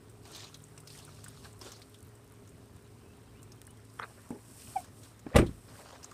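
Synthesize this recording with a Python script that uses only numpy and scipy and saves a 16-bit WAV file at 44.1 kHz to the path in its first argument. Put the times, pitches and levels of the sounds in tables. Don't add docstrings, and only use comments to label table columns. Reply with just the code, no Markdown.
import sys
import numpy as np
from scipy import signal
from scipy.fft import rfft, irfft
from scipy.io import wavfile
from scipy.ndimage import uniform_filter1d

SR = 44100
rng = np.random.default_rng(int(sys.argv[2]) if len(sys.argv) > 2 else 0)


def field_ratio(decibels):
    return 10 ** (np.asarray(decibels, dtype=float) / 20)


def wrap_up_sound(samples):
    columns = np.atleast_2d(samples).T
    tamed = np.clip(columns, -1, 1)
    steps = np.round(tamed * 32767).astype(np.int16)
    wavfile.write(sys.argv[1], SR, steps)


N = 270333


def evened(x):
    return x / np.sqrt(np.mean(x ** 2) + 1e-20)


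def add(mix, s, sound):
    part = mix[round(s * SR):][:len(sound)]
    part += sound[:len(part)]


def colour(x, shape):
    f, db = np.transpose(shape)
    hz = np.fft.rfftfreq(len(x), 1 / SR)
    gain = field_ratio(np.interp(np.log(hz + 1), np.log(f + 1), db, -90, -90))
    return evened(irfft(rfft(x) * gain, len(x)))


def grains(per_s, spread_db, bed):
    size = field_ratio(spread_db * np.minimum(rng.exponential(1, N), 5))
    size = size * (rng.random(N) < per_s / SR)
    return evened(size * rng.standard_normal(N)) + bed * rng.standard_normal(N)


def drift(shape, bins, frames):
    field = uniform_filter1d(rng.standard_normal(shape), bins, 0)
    return evened(uniform_filter1d(field, frames, 1))


def patchy(x, depth_db, frames, bins):
    z = signal.stft(x, SR, nperseg=512)[2]
    z = z * field_ratio(depth_db * drift(z.shape, bins, frames))
    return evened(signal.istft(z, SR, nperseg=512)[1][:N])


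def stroke(t, start, hold, rise, fall):
    early, late = (start - t) / rise, (t - start - hold) / fall
    return field_ratio(-60 * np.maximum(np.maximum(early, late), 0))


def effort(idle_db, strokes, rise, fall):
    t = np.arange(0, N + 64, 64) / SR
    power = field_ratio(2 * idle_db)
    for s, hold, db in strokes:
        power = power + (field_ratio(db) * stroke(t, s, hold, rise, fall)) ** 2
    return np.interp(np.arange(N) / SR, t, np.sqrt(power))


def ring(modes, rise):
    t = np.arange(int(SR * max(mode[2] for mode in modes))) / SR
    tones = sum(field_ratio(db - 60 * t / t60) * np.sin(2 * np.pi * hz * t) for hz, db, t60 in modes)
    return (1 - np.exp(-(t / rise) ** 2)) * tones


def glide(notes, wobble, flutter_db):
    out = np.zeros(N)
    for (s, length, start_hz, end_hz, db), noise in zip(notes, rng.standard_normal((len(notes), 2, 4000))):
        u = np.linspace(0, 1, int(length * SR))
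        slow = uniform_filter1d(uniform_filter1d(noise, size=40), size=40)
        sway, flutter = evened(slow)[:, :len(u)]
        hz = (start_hz + (end_hz - start_hz) * u) * (1 + wobble * sway)
        tone = np.sin(2 * np.pi * np.cumsum(hz) / SR)
        add(out, s, field_ratio(db + flutter_db * flutter) * tone * np.sin(np.pi * u) ** 1.8)
    return out


def ticks(rows, spread):
    out, t = np.zeros(N), np.arange(4096) / SR
    top = signal.butter(2, 9000, "high", fs=SR)
    for s, db, hz, t60, crack_db in rows:
        puff = rng.standard_normal(len(t)) + 4.8 * (t == 0)
        band = signal.butter(2, [hz / 1.16, hz * 1.15], "band", fs=SR)
        skirt = signal.butter(1, [hz / 2.1, hz * 1.67], "band", fs=SR)
        body = evened(signal.lfilter(*band, puff) + spread * signal.lfilter(*skirt, puff))
        crack = evened(signal.lfilter(*top, puff)) * field_ratio(crack_db - 60 * t / (0.43 * t60))
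        tick = (body * field_ratio(-60 * t / t60) + crack) * (1 - np.exp(-t / .0002))
        add(out, s - .0005, field_ratio(db - 0.3) * tick / abs(tick).max())
    return out


def strikes(taps, modes, own_db, own_t60):
    out = np.zeros(N)
    for (s, db, rise, own_hz), detune in zip(taps, rng.uniform(0.937, 1.04, (len(taps), len(modes)))):
        struck = [(hz * d, m - 1.25 * hz * rise, t60) for (hz, m, t60), d in zip(modes, detune)]
        add(out, s, field_ratio(db - 3) * ring(struck + [(own_hz, own_db, own_t60)], rise))
    return out


# (frequency [Hz], density [dB per Hz])
LOT_SPECTRUM = [(15, -53), (25, -23), (49, -6), (107, 0.5), (133, -5), (193, -8.5), (227, -7), (313, -11.5),
                (399, -11), (567, -20.5), (631, -21), (1020, -25), (3000, -34), (8810, -50), (15500, -40)]
# (time [s], level [dB])
LOT_SWELL = [(0., -54), (3.5, -54), (4.37, -57.5), (4.52, -52.5), (5.09, -54), (5.41, -52.5), (5.55, -52.5),
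             (6.13, -55.5)]
# (frequency [Hz], width [Hz], level [dB], start [s], end [s])
MACHINERY = [
    (109.3, 6.4, -60, -1., 5.9),
    (149.4, 7.1, -60, 0.4, 1.42),
    (412.3, 26.6, -66.5, -1., 3.93),
    (265.6, 18, -69, -1., 7.),
]


def lot():
    t = np.arange(N) / SR
    z = signal.stft(colour(grains(3000, 1.25, 1.15), LOT_SPECTRUM), SR, nperseg=1024, noverlap=768)[2]
    z = z * field_ratio(1.4 * drift(z.shape, 12, 14))
    wash = signal.istft(z, SR, nperseg=1024, noverlap=768)[1][:N]
    out = wash * field_ratio(np.interp(t, *np.transpose(LOT_SWELL)) - 2.5)
    for hz, width, db, start, end in MACHINERY:
        r = np.exp(-np.pi * width / SR)
        noise = rng.standard_normal(N) + 1j * rng.standard_normal(N)
        slow = signal.lfilter([1], [1, -2 * r, r * r], noise)
        steadied = slow / abs(slow) ** 0.92
        gate = 1 / (1 + np.exp((start - t) / 0.051)) / (1 + np.exp((t - end) / 0.078))
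        out += field_ratio(db) * gate * evened((steadied * np.exp(2j * np.pi * hz * t)).real)
    return out


# (time [s], length [s], start pitch [Hz], end pitch [Hz], level [dB])
BIRD_NOTES = [(3.03, .06, 2560, 2600, -71), (3.07, .075, 2550, 2720, -70), (3.262, .03, 2500, 2850, -71),
              (3.275, 0.023, 3100, 3180, -68), (3.338, .03, 2300, 2400, -66), (3.35, .03, 2500, 2720, -69),
              (3.365, .035, 2780, 2930, -68), (3.385, .04, 2930, 2990, -68), (3.445, .03, 2330, 2350, -71),
              (3.57, .026, 3140, 3190, -68), (3.665, .06, 2820, 3080, -67), (3.76, .03, 3180, 3280, -73)]


def bird():
    out = glide(BIRD_NOTES, .004, 1.2)
    t = np.arange(8000) / SR
    echoes = rng.standard_normal(len(t)) * field_ratio(-60 * t / 0.34)
    echoes = echoes / np.linalg.norm(echoes)
    return out + field_ratio(-10.0) * signal.fftconvolve(out, echoes)[:N]


# (time [s], peak level [dB], lowest frequency [Hz])
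TINY_DROPS = [(.236, -54, 3000), (.2768, -52, 8000), (.366, -41.5, 3500), (.4414, -46, 5000),
              (.497, -52, 4000), (.684, -52, 6000), (.9248, -47, 7000), (.977, -46, 3500),
              (1.593, -47, 6500), (1.797, -53, 5000), (1.945, -48, 5000), (2.0058, -50, 6000),
              (2.028, -47, 7500), (2.082, -56, 7000), (2.091, -55, 5500), (2.245, -56, 7000),
              (2.2775, -52, 4500), (2.3, -53, 8000), (2.322, -50, 8000), (2.339, -54, 6500),
              (2.423, -57, 6500), (2.476, -54, 7000), (2.582, -57, 6500), (2.659, -57, 5000),
              (2.767, -57, 6000), (2.792, -54, 6000), (2.824, -59, 7000), (3.17, -54, 7500),
              (3.421, -53, 7500), (3.561, -55, 7500), (3.6167, -38.5, 1500), (3.652, -50, 5500),
              (3.773, -51, 4000), (3.851, -52, 3500), (3.939, -53, 8000), (3.997, -46.5, 4500),
              (4.085, -54, 7000), (4.218, -54, 9000), (4.291, -48, 6000)]


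def specks():
    out, t = np.zeros(N), np.arange(512) / SR
    for s, db, hz in TINY_DROPS:
        click = (0.38 * rng.standard_normal(len(t)) + (t == 0)) * field_ratio(-60 * t / 0.007)
        click = signal.lfilter(*signal.butter(2, [hz, 12500], "band", fs=SR), click)
        add(out, s, field_ratio(db + 2.0) * click / abs(click).max())
    return out


# (time [s], peak level [dB], ring [Hz])
METAL_DROPS = [(0.097, -50.5, 8560), (.3172, -44, 8300), (.8031, -46, 8700), (1.05, -42, 9400),
               (1.1448, -53, 8080), (1.2425, -37, 8100), (1.283, -35.5, 8600), (1.305, -52, 13000),
               (1.5291, -47, 7950), (1.8951, -54, 12000), (1.987, -51, 8950), (2.029, -55, 9300),
               (2.048, -56, 12500), (2.0694, -53, 13000), (2.153, -52, 8240), (2.492, -51, 8200),
               (2.762, -55, 8600), (2.492, -60, 12500), (3.43, -43.5, 8000), (3.6164, -49, 8700),
               (3.669, -39.5, 9550), (3.706, -49, 9350), (3.852, -53, 9000), (4.305, -46.5, 8160)]


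def drops():
    t60_s, crack_db = 0.035, -23
    return ticks([(*row, t60_s, crack_db) for row in METAL_DROPS], spread=.45)


# (frequency [Hz], density [dB per Hz])
CLOTH = [(2350, -9.5), (4000, -11.5), (4450, -9.5), (4850, -8.5), (5340, -4), (6440, -9.5), (8400, 0),
         (14700, -13), (15500, -15)]
# (start [s], moving for [s], level [dB])
CLOTH_MOVES = [(.28, 0.16, -64), (.5, 0.29, -70.5), (.93, 0.065, -59.5), (1.03, 0.36, -68),
               (1.455, 0.0088, -61), (1.6, 0.34, -71), (1.66, 0.017, -59), (3.95, .5, -66.5),
               (4.49, 0.12, -61.5), (4.6, 0.2, -55.5), (4.97, 0.12, -64), (5.45, .3, -67), (5.78, .03, -60),
               (5.85, 0.35, -69)]


def clothes():
    moving = effort(-71.5, CLOTH_MOVES, rise=0.37, fall=0.3)
    return colour(grains(2500, 0.73, 0.95), CLOTH) * moving


# (frequency [Hz], density [dB per Hz])
GRAVEL_GRIT = [(880, -48), (1500, -14), (2660, -5.5), (2860, -4), (3090, -4), (3910, -1), (7120, -5.5),
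               (8400, -17), (12000, -42), (15600, -75), (22000, -120)]
# (frequency [Hz], density [dB per Hz])
SOLE_SCRAPE = [(150, -20), (250, -16), (438, -2.5), (507, -7), (574, -2.5), (853, -6), (1070, -3),
               (1920, -11), (3000, -18.5), (3900, -35), (6600, -120)]
# (start [s], pressed for [s], grit level [dB], scrape level [dB])
FOOTSTEPS = [(.254, 0.066, -62, -60.5), (.31, 0.027, -60.5, -61), (.35, 0.037, -51, -57.5),
             (.395, 0.051, -53, -57), (.88, 0.059, -61, -67), (.95, 0.034, -58.5, -62.5),
             (1.0, .42, -64.5, -69), (1.445, 0.0099, -60.5, -59), (1.62, 0.047, -57.5, -57.5),
             (1.664, 0.0051, -54.5, -53.5), (1.73, 0.038, -61.5, -62.5), (3.95, .4, -77, -65),
             (4.6, 0.014, -59, -63.5), (4.67, 0.2, -67.5, -62), (5.034, 0.0064, -60.5, -65.5),
             (5.28, .22, -69, -61.5), (5.69, 0.12, -65.5, -57), (5.85, 0.11, -61.5, -56.5),
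             (6.03, .1, -67.5, -61.5)]


def soles():
    rise, fall = 0.073, 0.29
    grit_press = effort(-74, [(s, hold, grit_db) for s, hold, grit_db, _ in FOOTSTEPS], rise, fall)
    scrape_press = effort(-67.5, [(s, hold, scrape_db) for s, hold, _, scrape_db in FOOTSTEPS], rise, fall)
    grit = colour(grains(2000, 1.3, 0.85), GRAVEL_GRIT) * grit_press
    scrape = colour(grains(900, 1.33, 1.0), SOLE_SCRAPE) * scrape_press
    rubbing = grit + scrape
    return patchy(rubbing, 2.53, frames=4, bins=8) * np.std(rubbing)


# (time [s], peak level [dB], ring
# [Hz])
DULL_KNOCKS = [(.254, -46, 800), (.543, -36, 6140), (.777, -45, 1130), (0.7783, -37.5, 8300),
               (0.7788, -40, 5600), (0.835, -49, 1300), (.951, -45, 1550), (.951, -48, 2650),
               (.9755, -50, 950), (.992, -51, 1000), (1.011, -53, 1500), (1.189, -53.5, 1200),
               (1.24, -45, 1240), (1.2804, -45, 1280), (1.312, -50, 1390), (1.345, -49, 1280),
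               (1.454, -42, 2030), (.275, -44, 620), (1.664, -35.5, 452), (1.669, -44, 2800),
               (.6395, -35.5, 7600), (1.077, -43, 1340), (1.09, -40, 1160), (1.241, -44, 3860),
               (1.263, -36, 1310), (1.454, -38, 1490), (1.456, -43, 800), (1.612, -39.5, 1040),
               (1.616, -38, 325), (1.65, -41, 363), (1.817, -44, 2160), (3.616, -46.5, 1480),
               (3.617, -53, 2350), (3.617, -56, 3160), (3.676, -44.5, 1790), (4.107, -44, 766),
               (4.673, -44, 2820), (6.0444, -27, 6850), (4.843, -45.5, 1400), (5.266, -39.5, 1500),
               (5.266, -45, 2300), (6.045, -39, 1180), (6.1135, -39, 1230)]


def knocks():
    return ticks([(s, db - 6, hz, 0.021 + 15 / hz, -60) for s, db, hz in DULL_KNOCKS], spread=.12)


# (time [s], peak level [dB], ring [Hz], t60 [s])
STONE_CLICKS = [(0.2536, -46, 4600, .055), (.349, -39, 4000, 0.13), (0.5441, -39, 3730, 0.076),
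                (.603, -53, 3500, .028), (.573, -50, 11500, 0.019), (.623, -52, 12500, .03),
                (0.7765, -45.5, 2600, 0.049), (0.8735, -38.5, 5000, 0.045), (.9023, -42.5, 4660, 0.085),
                (0.9888, -42.5, 5700, .034), (1.374, -48, 3970, 0.026), (1.4461, -45.5, 4200, .073),
                (1.614, -36.5, 5110, 0.064), (1.7187, -39, 6100, 0.052), (1.8184, -43, 4240, 0.051),
                (1.943, -46.5, 3370, 0.063), (2.4756, -50, 6530, 0.037), (3.1353, -55, 2700, 0.021),
                (3.5198, -43.5, 5700, .042), (3.9, -54, 4900, .03), (1.738, -47, 5200, .04),
                (1.763, -50, 5000, .03), (1.648, -44, 6500, .05), (.36, -43, 5200, .07),
                (4.845, -46, 7170, .033), (5.034, -47, 7600, 0.057), (5.1933, -49.5, 6860, 0.038),
                (5.4652, -43.5, 3580, .085), (6.0301, -43.5, 5260, 0.093), (6.058, -51, 8500, .02),
                (6.114, -47, 7500, .025)]


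def pebbles():
    rows = [(s, db, hz, t60, -28 + 24 * np.log2(hz / 5000)) for s, db, hz, t60 in STONE_CLICKS]
    return ticks(rows, spread=.45)


# (time [s], length [s], start pitch [Hz], end pitch [Hz], level [dB])
STRAP_WHINES = [(3.988, .011, 3200, 3330, -54), (4.0, .009, 6150, 5950, -58),
                (4.011, .014, 3150, 3500, -59), (4.02, 0.021, 3490, 3710, -51),
                (4.022, 0.017, 4000, 4270, -54), (4.036, .014, 3700, 3900, -58),
                (4.02, .028, 2440, 2540, -53), (3.995, .005, 3300, 3300, -47),
                (3.995, .005, 5400, 5400, -55), (4.044, .02, 2300, 2400, -59),
                (4.311, .012, 2170, 2310, -61)]


def strap_whine():
    return glide(STRAP_WHINES, .045, 3.7)


# (time [s], level [dB], own pitch [Hz])
STRAP_SLIPS = [(3.9905, -44, 1500), (3.9934, -37, 1750), (3.9957, -38, 910), (3.9972, -22, 1250),
               (4.0008, -36, 695), (4.004, -42, 1200), (4.008, -40, 1400), (4.011, -42, 1800),
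               (4.015, -43, 1000), (4.018, -38, 1900), (4.0203, -33, 1500), (4.0236, -32, 1250),
               (4.027, -36, 1700), (4.0295, -35, 1800), (4.0313, -31, 1290), (4.0345, -36, 1200),
               (4.0376, -29, 1550), (4.0425, -31, 1300), (4.047, -43, 700), (4.052, -42, 1300),
               (4.057, -48, 1600)]
# (frequency [Hz], level [dB], t60 [s])
STRAP_MODES = [(1244, -9, 0.01), (1510, -8, 0.013), (1850, -12, 0.012), (2400, -13.5, 0.013),
               (467, -8.5, 0.027), (764, -13, 0.029)]


def strap_creak():
    jerks = [(s, db, .0005, hz) for s, db, hz in STRAP_SLIPS]
    return strikes(jerks, STRAP_MODES, own_db=7., own_t60=0.0088)


# (time [s], level [dB], landing time [s], own pitch [Hz])
NOTCH_KNOCKS = [
    (4.3055, -32, 0.001, 245),
    (4.3135, -35, 0.003, 330),
    (4.322, -31, 0.0035, 350),
    (4.3305, -39, .004, 440),
    (4.341, -42, 0.004, 400),
    (4.347, -44, .003, 440),
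    (4.358, -37, 0.003, 350),
    (4.369, -43, .003, 248),
    (5.265, -33, 0.00092, 300),
]
# (frequency [Hz], level [dB], t60 [s])
PANEL_MODES = [(166, -8, 0.052), (248, 0, 0.07), (287, -4.5, 0.064), (402, -5, 0.08), (558, -5, 0.04),
               (850, -0.5, 0.029), (1650, -9, 0.019), (2500, -20, 0.02)]


def strap_notch():
    return strikes(NOTCH_KNOCKS, PANEL_MODES, own_db=4., own_t60=0.042)


# (multiple of the pitch, level [dB])
HINGE_OVERTONES = [(2, -29.5), (3, -24), (4, -36)]
# (time [s], length [s], level [dB], starting pitch [Hz])
HINGE_SQUEAKS = [
    (4.749, .007, -53, 800),
    (4.755, 0.026, -23.5, 850),
    (4.777, 0.0226, -36.5, 797),
    (4.795, 0.015, -43.5, 800),
    (4.805, .035, -56, 775),
]


def hinge():
    out = np.zeros(N)
    for s, length, db, hz in HINGE_SQUEAKS:
        u = np.linspace(0, 1, int(length * SR))
        wobble = 0.021 * evened(uniform_filter1d(rng.standard_normal(3000), size=60))[:len(u)]
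        turn = 2 * np.pi * np.cumsum(hz * (1 - 0.15 * u ** 0.72 + wobble)) / SR
        upper = sum(field_ratio(level_db) * np.sin(k * turn) for k, level_db in HINGE_OVERTONES)
        add(out, s, field_ratio(db) * np.sin(turn) * abs(np.sin(np.pi * u ** 0.91)) ** 1.7)
        add(out, s + 0.0033, field_ratio(db) * upper * np.sin(np.pi * u))
    return out


# (frequency [Hz], density [dB per Hz])
SHEET_METAL = [(560, 3.5), (950, -4), (1190, -2), (1280, -0.5), (1590, -4.5), (1960, -4.5), (2500, -8.5),
               (2690, -13), (2930, -16), (3160, -15), (5000, -32), (6500, -50), (11000, -120)]
# (frequency [Hz], density [dB per Hz])
LATCH_FIZZ = [(2060, 5), (3500, 0), (4300, -3), (4840, -4.5), (5380, -3), (6650, -9), (8370, -3),
              (11900, -12.5), (14300, -18), (15500, -25)]
# (time [s], sheet level [dB], fizz level [dB], 60 dB build-up [s])
SLAM_JOLTS = [(5.346, -40, -60, .03), (5.351, -31, -54, .025), (5.3595, -21.5, -33, 0.008),
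              (5.3645, -28, -25, 0.016), (5.369, -42, -29.5, 0.0324), (5.378, -46, -41, 0.06),
              (5.389, -28.5, -38.5, 0.06), (5.396, -32.5, -43, 0.04), (5.411, -43, -52, 0.04),
              (5.419, -43, -58, .03), (5.427, -51.5, -59, .02), (5.438, -51, -64, 0), (5.462, -64, -70, .3)]


def rattle():
    t, sheet_power, fizz_power = np.arange(0, N, 16) / SR, 0, 0
    for s, sheet_db, fizz_db, rise in SLAM_JOLTS:
        snap = stroke(t, s, 0, rise, 0.034)
        shiver = field_ratio(-8.5) * stroke(t, s, 0, rise, 0.15)
        sheet_power = sheet_power + (field_ratio(sheet_db) * np.maximum(snap, shiver)) ** 2
        fizz_power = fizz_power + (field_ratio(fizz_db) * np.maximum(snap, field_ratio(-3.5) * shiver)) ** 2
    sheet, fizz = (np.interp(np.arange(N) / SR, t, np.sqrt(power)) for power in (sheet_power, fizz_power))
    return colour(grains(4000, 1.6, 1.1), SHEET_METAL) * sheet + colour(grains(8000, 0.9, 1.2), LATCH_FIZZ) * fizz


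# (time [s], level [dB], frequency [Hz], t60 [s])
CLAW_RINGS = [(5.314, -45, 497, 0.11), (5.326, -44, 554, 0.15), (5.333, -43, 1860, .06),
              (5.337, -46, 1900, .04), (5.344, -40, 604, .04), (5.3637, -13.5, 558, 0.063),
              (5.36, -23.5, 1184, 0.072), (5.363, -21.5, 1970, 0.038), (5.387, -30, 1253, 0.05),
              (5.389, -36, 2300, .04), (5.389, -40, 8450, .06), (5.394, -42, 8600, .04),
              (5.392, -23, 504, .05), (5.362, -32, 3500, .03), (5.428, -28, 520, 0.043),
              (5.436, -39, 780, .04), (5.462, -30, 331, .08), (5.492, -40, 298, 0.051),
              (5.388, -33, 2920, .04), (5.398, -12.5, 337, 0.057), (5.415, -39, 2630, 0.025),
              (5.424, -18, 343.4, 0.11)]


def claw():
    out = np.zeros(N)
    for s, db, hz, t60 in CLAW_RINGS:
        add(out, s, ring([(hz, db, t60)], 0.00098))
    return out


# (time [s], level [dB], direction, contact time [s])
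SLAM_BLOWS = [(5.345, -21.5, 1, 0.0027), (5.3511, -16, -1, 0.0014), (5.356, -13.5, -1, 0.00094),
              (5.358, -14, 1, 0.0023), (5.3595, -10.5, 1, 0.00033), (5.3641, -9, -1, 0.0013),
              (5.366, -12.5, -1, 0.00089), (5.381, -14, 1, 0.0064), (5.387, -5.5, -1, 0.0029),
              (5.393, -17, 1, .002), (5.398, -12, 1, 0.002), (5.405, -28.5, -1, 0.0031),
              (5.423, -11, -1, 0.0026), (5.443, -25, -1, 0.0031), (5.454, -26, -1, 0.0035),
              (5.478, -23, 1, 0.0052), (5.49, -22, 1, 0.0031)]
# (frequency [Hz], level [dB], t60 [s])
DOOR_MODES = [(48, -20, 0.47), (77.8, -6, 0.2), (118, -7, 0.2), (160, -3.5, 0.13), (196.5, -8.5, 0.21),
              (229.6, -7, 0.15), (264, 2.5, 0.058), (341, -3.5, 0.2), (413, -10, 0.14), (488, 5, 0.046),
              (610, -0.5, 0.077), (780, 1.5, 0.078)]


def slam():
    force = np.zeros(N)
    for s, db, direction, contact in SLAM_BLOWS:
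        push = np.hanning(int(contact * SR) + 3)
        add(force, s, np.sign(direction) * field_ratio(db) * push / push.sum())
    body = signal.fftconvolve(force, ring(DOOR_MODES, .0001))[:N] * field_ratio(-13.5)
    return body + claw() + rattle()


def scene():
    background = lot() + bird() + specks() + drops()
    person = clothes() + soles() + knocks() + pebbles()
    door = strap_whine() + strap_creak() + strap_notch() + hinge() + slam()
    return (background + person + door)[None]


def roll_off(x):
    return signal.sosfilt(signal.butter(12, 15570, fs=SR, output="sos"), x)


# (frequency [Hz], width [Hz], level [dB])
PORT_RING = (8320, 310, -4.5)


def record(dry):
    hz, width, db = PORT_RING
    x = signal.lfilter(*signal.butter(1, 30, "high", fs=SR), dry)
    x = x + field_ratio(db) * signal.lfilter(*signal.iirpeak(hz, hz / width, SR), x)
    x = signal.oaconvolve(x, signal.firwin(511, 15660, fs=SR)[None], "same")
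    return roll_off(x)


dry = scene()
out = record(dry)
wrap_up_sound(out)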